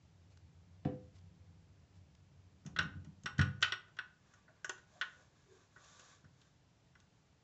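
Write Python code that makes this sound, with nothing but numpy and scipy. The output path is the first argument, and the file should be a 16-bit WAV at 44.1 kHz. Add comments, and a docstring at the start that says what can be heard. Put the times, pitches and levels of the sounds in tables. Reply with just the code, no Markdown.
"""A quiet room with an automatic record player: the stylus runs in the lead-out groove, and its rumble
comes through the loudspeakers as noise exciting damped cabinet modes; low soft thumps push and ring. The cam
lifts the arm and swings it home: levers clack as noisy cracks and ringing modes of the steel chassis, and the
cam slides on with a soft hiss of shaped noise and comes to rest. A diffuse echo and room tone surround them."""
import sys
import numpy as np
from scipy import signal
from scipy.fft import rfft, irfft, next_fast_len
from scipy.io import wavfile

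SR = 44100
rng = np.random.default_rng(int(sys.argv[2]) if len(sys.argv) > 2 else 0)


def int16_out(signal):
    """Quantize to a 16-bit WAV file."""
    q = np.round(np.clip(np.atleast_2d(signal).T, -1, 1) * 32767)
    wavfile.write(sys.argv[1], SR, q.astype(np.int16))


N = 327663

# modes of loudspeaker cabinets and room: f/Hz, relative level/dB, t60/s
CABINET_MODES = [(68.46, -30, 0.27), (92.66, 6, 0.31), (107.8, -12, 1), (135.9, 1, 0.431), (167.6, 1, 0.28),
                 (190.5, -6, 0.39), (223, -4.5, 0.094), (251, -8, 0.1), (295.7, -1.5, 0.088),
                 (372, -0.5, 0.052), (408.6, -7, .25), (505, -6, 0.31), (658.3, -8, 0.13),
                 (733, -1.5, 0.09), (853, -10, 0.068)]
CUTOFF_HZ, BASS_CUT_HZ = 8376, 68


def clacks():
    """Impact excitation: each lever gives a short noisy crack and leaves the damped chassis modes ringing."""
    # lever blows: t/s, peak level/dB, colour near 500 Hz/dB, near 3.2 kHz/dB, near 6.5 kHz/dB, pin level/dB,
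    # damping by the lever that stays pressed on/(dB per 10 ms), where negative values mean none
    blows = [(2.65, -53, 1.5, -15, -1, -30, -10), (2.662, -39, 2, -0.5, 6, -31, -1.5),
             (2.762, -29, -24, -7.5, -28, -35, 3), (2.787, -20, -24.5, -7.5, -26.5, -15.5, 0.2),
             (2.827, -46, -15, -17, -11, -45, -2), (3.046, -52.5, 1.5, -1, -1, -27, -2),
             (3.2346, -42, -12, 2, 13, -35, 2.5), (3.258, -28, -21, -8, -20.5, -11.5, 0.4),
             (3.381, -39, -32, -1.5, -4, -25.5, -4), (3.392, -22, -22, -13, -25.5, -17.5, .5),
             (3.4125, -24, -27, -5, -19.5, -11, -0.6), (3.607, -49, -12, -6, -5, -31, -4),
             (3.617, -38, -9.5, -5, 3, -27, .8), (3.625, -14.5, -28, -1, -17.5, -20, .3),
             (3.721, -22.5, -23.5, -6.5, -27.5, -13.5, 2.3), (3.881, -55.5, -8.5, -11, -18, -38, 0.5),
             (3.967, -51.5, -16.5, -5.5, -13, -30, 1.5), (3.987, -27.5, -27, -9, -35.5, -19.5, 1.3),
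             (4.337, -52, -14, -9.5, -3.5, -23.5, 1), (4.479, -56, -18.5, -24, -33, -41.5, 1),
             (4.6446, -28, -17.5, -13.5, -4.5, -19, 3), (4.6936, -28, -8, -7.5, -4, -31, 4),
             (4.779, -53, -13.5, -9, -12.5, -36, -0.5), (5.012, -23.5, -30, -6, -25.5, -42.5, 5),
             (5.021, -30.5, -22.5, -8.5, -32, -44, 1.5), (5.761, -48, -14, -20, -31, -41, -2),
             (5.845, -51, -10, 8, 13, -30, 2.5), (5.994, -45, -4.5, 0, 4.5, -22, 0),
             (6.244, -58, -13, -20, -25, -25, 2.5), (6.415, -55.5, -20.5, 11.5, 3, -32.5, 4),
             (6.952, -53, -19, -15, -23.5, -29, 4), (7.001, -53.5, -21, 7, 5.5, -25.5, 3.5)]
    # strongest chassis modes: f/Hz, relative level/dB, t60/s
    chassis_modes = [(378.3, 9.5, 0.069), (621.3, 4.5, 0.088), (1097, -29.5, 0.074), (1300, -19.5, 0.15),
                     (1230, -7, 0.042), (1346, -13, 0.075), (1464.4, 2, 0.16), (1536.4, 2, 0.083),
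                     (1575, -10.5, 0.1), (1879, -4, 0.09), (2014, -13.5, 0.044), (2561, -2, 0.016),
                     (3260, -9.5, 0.0676), (4030, -9, 0.035), (5990, -9, 0.0056)]
    # a small steel pin, rung at each blow's own level: f/Hz, relative level/dB, t60/s
    pin_modes = [(5570, 8, .032), (7750, 1, .022)]
    # a stronger blow cracks longer and rings more; a brighter one is a glancing tick that rings less
    full_scale_crack_ms, crack_ms_per_db = 13.5, 0.47   # decay time constant; shorter for each dB below
    ring_per_db, ring_per_treble_db = 0.37, -0.19
    crack_db, attack_ms = 10, 2.2
    shoulder_db = -5   # added at 1 kHz to half the colour near 500 Hz
    damping_hz = 1500   # strong modes lose level in step with their pitch; the damping column holds here
    out = np.zeros(N)
    hz = np.array(chassis_modes)[:, 0]
    signs = (-1.) ** np.arange(len(hz))   # neighbouring modes swing in opposite senses
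    strong = damped(chassis_modes)
    small_hz, small = crowd(count=500)
    t = np.arange(small.shape[1]) / SR
    for s, peak_db, low_db, mid_db, high_db, pin_db, damping_db in blows:
        tint = [(500, low_db), (1000, low_db / 2 + shoulder_db), (1400, 0), (1950, 0),
                (2600, mid_db), (4200, mid_db), (6500, high_db)]
        loss_db = max(damping_db, 0) * t / .01

        gains_db = at_hz(tint, hz) + rng.normal(0, 2.0, len(hz))
        strong_gains = from_db(gains_db[:, None] - np.outer(hz / damping_hz, loss_db))
        ring = signs @ (strong * strong_gains)
        small_gains = from_db(at_hz(tint, small_hz)) * rng.standard_normal(len(small_hz))
        ring += from_db(-loss_db) * (small_gains @ small)

        crack_ms = max(full_scale_crack_ms + crack_ms_per_db * peak_db, 1)
        crack = colour(rng.standard_normal(len(t)), [(250, low_db - 16)] + tint)
        crack *= np.exp(-1e3 * t / crack_ms)

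        ring_db = ring_per_db * peak_db + ring_per_treble_db * high_db
        sound = from_db(ring_db) * ring + ringing(pin_modes, pin_db) + from_db(crack_db) * crack
        contact = np.minimum(1e3 * t / attack_ms, 1)   # the contact force builds up
        add(out, s, sound * contact, peak_db)
    return out


def crowd(count):
    """Modal density: evenly scattered small modes of plates and levers; gives their f/Hz and signals."""
    # outline of the small modes: f/Hz, relative level/dB, t60/s
    outline = [(453, -17, 0.34), (1100, -10, 0.29), (1447, -10, 0.079), (2014, -13, 0.091),
               (2140, -26, 0.17), (2810, -8.5, 0.097), (3890, -11.5, 0.048), (4760, -20, 0.098),
               (6800, -6.5, 0.04), (8460, -29.5, 0.018)]
    hz = np.linspace(450, 8400, count) + rng.uniform(-8, 8, count)
    mode_db = at_hz(outline, hz)
    t60 = at_hz(np.array(outline)[:, ::2], hz)
    return hz, damped(np.transpose([hz, mode_db, t60]))


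def sliding():
    """Sliding friction: the cam's strokes shape a bright hiss and a chassis rub from dense noise."""
    # hiss: f/Hz, relative spectral density level/dB
    slide_colour = [(1530, -40), (2600, -18.5), (3520, -3.5), (3840, -4.5), (4170, -8), (4840, -9.5),
                    (6880, -3), (7870, -11.5), (8220, -28), (10700, -60.5), (18100, -120)]
    # chassis rub: f/Hz, relative spectral density level/dB
    rub_colour = [(240, -45), (400, -9.5), (560, 3), (601, -1.5), (875, -4), (1170, 6), (1270, -2.5),
                  (1650, 5), (1980, -7.5), (2600, -6), (3380, -48), (5720, -120)]
    hiss = strokes(column=2) * rms_one(colour(grains(), slide_colour))
    rub = strokes(column=3) * rms_one(colour(grains(), rub_colour))
    return hiss + rub


def strokes(column):
    """Envelope: each stroke rises, sags slowly while it lasts and falls; the loudest sets the gain."""
    # strokes of the cam under the chassis: start t/s, length/s, bright hiss level/dB, chassis rub level/dB
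    cam_strokes = [(4.285, 0.1, -80, -75), (4.483, 0.28, -94.5, -79.5), (4.734, 0.081, -78.5, -80.5),
                   (4.94, 0.29, -74.5, -73.5), (5.368, .06, -80, -77.5), (5.522, .11, -76, -75),
                   (5.849, 0.28, -67, -67.5), (6.42, 0.042, -78.5, -79), (7.013, 0.024, -87, -82.5),
                   (7.184, 0.027, -86.5, -87.5)]
    rise, fall, sag = 117, 174, 1   # dB per s
    t = np.arange(N) / SR
    levels_db = []
    for row in cam_strokes:
        start, length = row[:2]
        before = np.maximum(start - t, 0)
        during = np.clip(t - start, 0, length)
        after = np.maximum(t - start - length, 0)
        levels_db.append(row[column] - rise * before - sag * during - fall * after)
    return from_db(np.max(levels_db, axis=0))


def scrapes():
    """Band-limited friction: short low scrapes of the linkage are narrow bands of noise in bell envelopes."""
    # scrapes: centre t/s, f/Hz, bandwidth/Hz, rms level at the centre/dB, length/ms
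    linkage = [(4.5, 658, 78.2, -70, 38), (4.97, 660, 151, -67.5, 83), (5.2, 590, 201, -71.5, 72),
               (5.53, 396, 50, -66, 110)]
    rubbing, out = grains(), np.zeros(N)
    for s, hz, width, db, ms in linkage:
        band = rms_one(pass_band(rubbing, hz - width / 2, hz + width / 2))
        out += from_db(db) * swell(s, ms) * band
    return out


def rustles():
    """Broadband friction: faint rustles of dust in the groove are wide-band noise in bell envelopes."""
    # rustles: centre t/s, rms level at the centre/dB, length/ms
    dust = [(.32, -76, 45), (0.375, -65.5, 5.4), (1.161, -71.5, 34), (1.187, -71, 12), (1.96, -76.5, 51),
            (2.152, -65, 4.4)]
    puffs = sum(from_db(db) * swell(s, ms) for s, db, ms in dust)
    return puffs * rms_one(pass_band(grains(), 310, 6800))


def grains():
    """Intermittent contact: white noise with random, exponentially distributed boosts in dB, capped."""
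    boost_db = 3.7 * np.minimum(rng.exponential(1, N), 4)
    return rng.standard_normal(N) * from_db(boost_db)


def thumps():
    """Impulse response: a low soft thump is one delayed push over damped ringing modes, with a noisy edge."""
    # low soft thumps, the last as the mechanism comes to rest: t/s, peak level before the bass cut/dB,
    # band lower f/Hz, upper f/Hz (raised to 1.2 times the lower if below it), push level/dB
    thump_rows = [(.8505, -22.5, 114, 840, 10.5), (2.65, -39.5, 146, 215, 1.5), (2.79, -39, 70.5, 200, 8.5),
                  (2.849, -37, 57, 200, 11.5), (2.949, -39.5, 80, 203, 2.5), (3.064, -43.5, 156, 193, 2.5),
                  (3.24, -43.5, 137, 295, 3), (3.385, -19, 62.2, 188, 2), (6.235, -53, 80.3, 248, 5)]
    # short swing of the push: f/Hz, relative level/dB, t60/s
    push_modes = [(157.5, 0.5, 0.035), (292.9, -4, 0.085)]
    push_lag_ms = 3.885
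    edge_db, edge_hz, edge_ms = -14, 1500, 8.6   # level for a 300 Hz upper band edge, low-pass, decay
    out, body = np.zeros(N), ringing(CABINET_MODES)
    t = np.arange(len(body)) / SR
    for s, peak_db, low_hz, high_hz, push_db in thump_rows:
        high_hz = max(high_hz, 1.2 * low_hz)
        swing = pass_band(ringing(push_modes), low_hz, high_hz, order=1)
        push = np.interp(t - push_lag_ms / 1e3, t, swing, left=0)
        thump = pass_band(body, low_hz, high_hz) + from_db(push_db) * push / push.max()
        edge = low_pass(rng.standard_normal(len(t)), edge_hz) * np.exp(-1e3 * t / edge_ms)
        edge *= from_db(edge_db) * (high_hz / 300) ** 2   # a brighter thump has a stronger edge
        add(out, s, thump + edge, peak_db)
    return signal.sosfilt(signal.butter(4, BASS_CUT_HZ, "high", fs=SR, output="sos"), out)


def rumble():
    """Random excitation of resonators: groove roughness keeps the cabinet modes stirring."""
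    # deep rumble, stronger while the cam shakes the platter, muted once the arm lifts: t/s, rms level/dB
    deep = [(0.0, -66), (0.33, -61.5), (1.5, -59), (2.62, -63.5), (2.81, -43), (2.95, -53), (3.2, -61.5),
            (3.45, -50.5), (3.7, -60.5)]
    roughness_cut_hz = 180
    mean_db, upper_db, upper_swing = -58.5, -62, 1.2   # the part above 140 Hz swings more widely
    rough = low_pass(rng.standard_normal(N), roughness_cut_hz)
    stir = signal.fftconvolve(rough, ringing(CABINET_MODES))[:N]
    upper = [(s, upper_db + upper_swing * (db - mean_db)) for s, db in deep]
    deep_part = level(deep) * rms_one(pass_band(stir, BASS_CUT_HZ, 120))
    upper_part = level(upper) * rms_one(pass_band(stir, 140, 1400))
    return deep_part + upper_part


def room(x):
    """Diffuse reverberation: octave bands of noise, each dying at its own rate, convolved with the sound."""
    # reverberation time: f/Hz, t60/s
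    decay_times = [(100, 0.35), (700, 0.37), (1500, 0.35), (3000, 0.3), (7000, 0.23)]
    t, tail = np.arange(SR // 2) / SR, 0
    for low in 60 * 2. ** np.arange(8):
        band = pass_band(rng.standard_normal(len(t)), low, 2 * low)
        tail = tail + band * from_db(-60 * t / at_hz(decay_times, 1.4 * low))
    tail *= np.minimum(t / 0.016, 1)   # reflections build up
    return signal.fftconvolve(x, tail / np.sqrt(np.sum(tail ** 2)))[:N]


def air():
    """Stationary noise: room tone and microphone hiss are white noise shaped in frequency."""
    # room tone and microphone hiss: f/Hz, relative spectral density level/dB
    air_colour = [(15, -71), (25, -25), (64, -9.5), (102, -4.5), (162, -5.5), (216, -15), (319, -16.5),
                  (369, -22), (416, -19), (482, -22), (644, -21.5), (1050, -25.5), (1130, -27),
                  (6450, -33.5), (8220, -36), (10700, -91), (18100, -120)]
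    return from_db(-69) * rms_one(colour(rng.standard_normal(N), air_colour))


def damped(modes):
    """Free vibration: rows of decaying sines, one for each (f/Hz, level/dB, t60/s) mode, 0.4 s long."""
    t = np.arange(round(.4 * SR)) / SR
    hz, db, t60 = np.transpose(modes)[:, :, None]
    return from_db(db - 60 * t / t60) * np.sin(2 * np.pi * hz * t)


def ringing(modes, gains_db=0):
    """Modal superposition: a body's response to one click; neighbouring modes swing in opposite senses."""
    return ((-1.) ** np.arange(len(modes)) * from_db(gains_db)) @ damped(modes)


def from_db(db):
    """Level to amplitude ratio: 20 dB is a factor of ten."""
    return 10 ** (np.asarray(db) / 20)


def rms_one(x):
    """Normalization to unit root mean square."""
    return x / np.sqrt(np.mean(x ** 2) + 1e-20)


def level(rows):
    """Envelope interpolated in dB from (t/s, level/dB) rows; practically silent outside them."""
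    s, db = np.transpose(rows)
    return from_db(np.interp(np.arange(N) / SR, s, db, left=-200, right=-200))


def swell(s, ms):
    """Gaussian envelope centred on s, falling to 1/e at half of ms on either side."""
    return np.exp(-(2e3 * (np.arange(N) / SR - s) / ms) ** 2)


def at_hz(points, hz):
    """Interpolation of the second column on a logarithmic frequency axis, constant beyond the ends."""
    points = np.array(points)
    return np.interp(np.log(hz), np.log(points[:, 0]), points[:, 1])


def colour(x, spectrum):
    """Spectral shaping: Fourier components are weighted by (f/Hz, level/dB) points."""
    size = next_fast_len(len(x))
    hz = np.maximum(np.arange(size // 2 + 1) * SR / size, 1)
    return irfft(rfft(x, size) * from_db(at_hz(spectrum, hz)), size)[:len(x)]


def low_pass(x, hz):
    """Second-order Butterworth filter that attenuates above hz."""
    return signal.sosfilt(signal.butter(2, hz, fs=SR, output="sos"), x)


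def pass_band(x, low_hz, high_hz, order=2):
    """Butterworth filter that attenuates outside the band."""
    return signal.sosfilt(signal.butter(order, [low_hz, high_hz], "band", fs=SR, output="sos"), x)


def add(out, s, sound, peak_db):
    """Superposition: mix a sound in at time s with the given peak level."""
    at = round(s * SR)
    out[at:at + len(sound)] += (from_db(peak_db) / np.abs(sound).max() * sound)[:N - at]


def scene():
    """Superposition of the player, the thumps, their echo, the rumble and the room tone."""
    player = clacks() + sliding() + scrapes() + rustles()
    low_thumps = thumps()
    thump_send = from_db(-5.5) * pass_band(low_thumps, 187, CUTOFF_HZ)   # less of their bass echoes
    echo = room(from_db(-13) * player + thump_send)
    return (player + low_thumps + echo + rumble() + air())[None]


def record(dry):
    """Band limitation: the microphone fades above its top resonance, then a steep filter cuts the top."""
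    fading = colour(dry[0], [(7500, -0.5), (8300, -17)])[None]
    return signal.sosfilt(signal.ellip(10, .5, 70, CUTOFF_HZ, fs=SR, output="sos"), fading)


dry = scene()
out = record(dry)
int16_out(out)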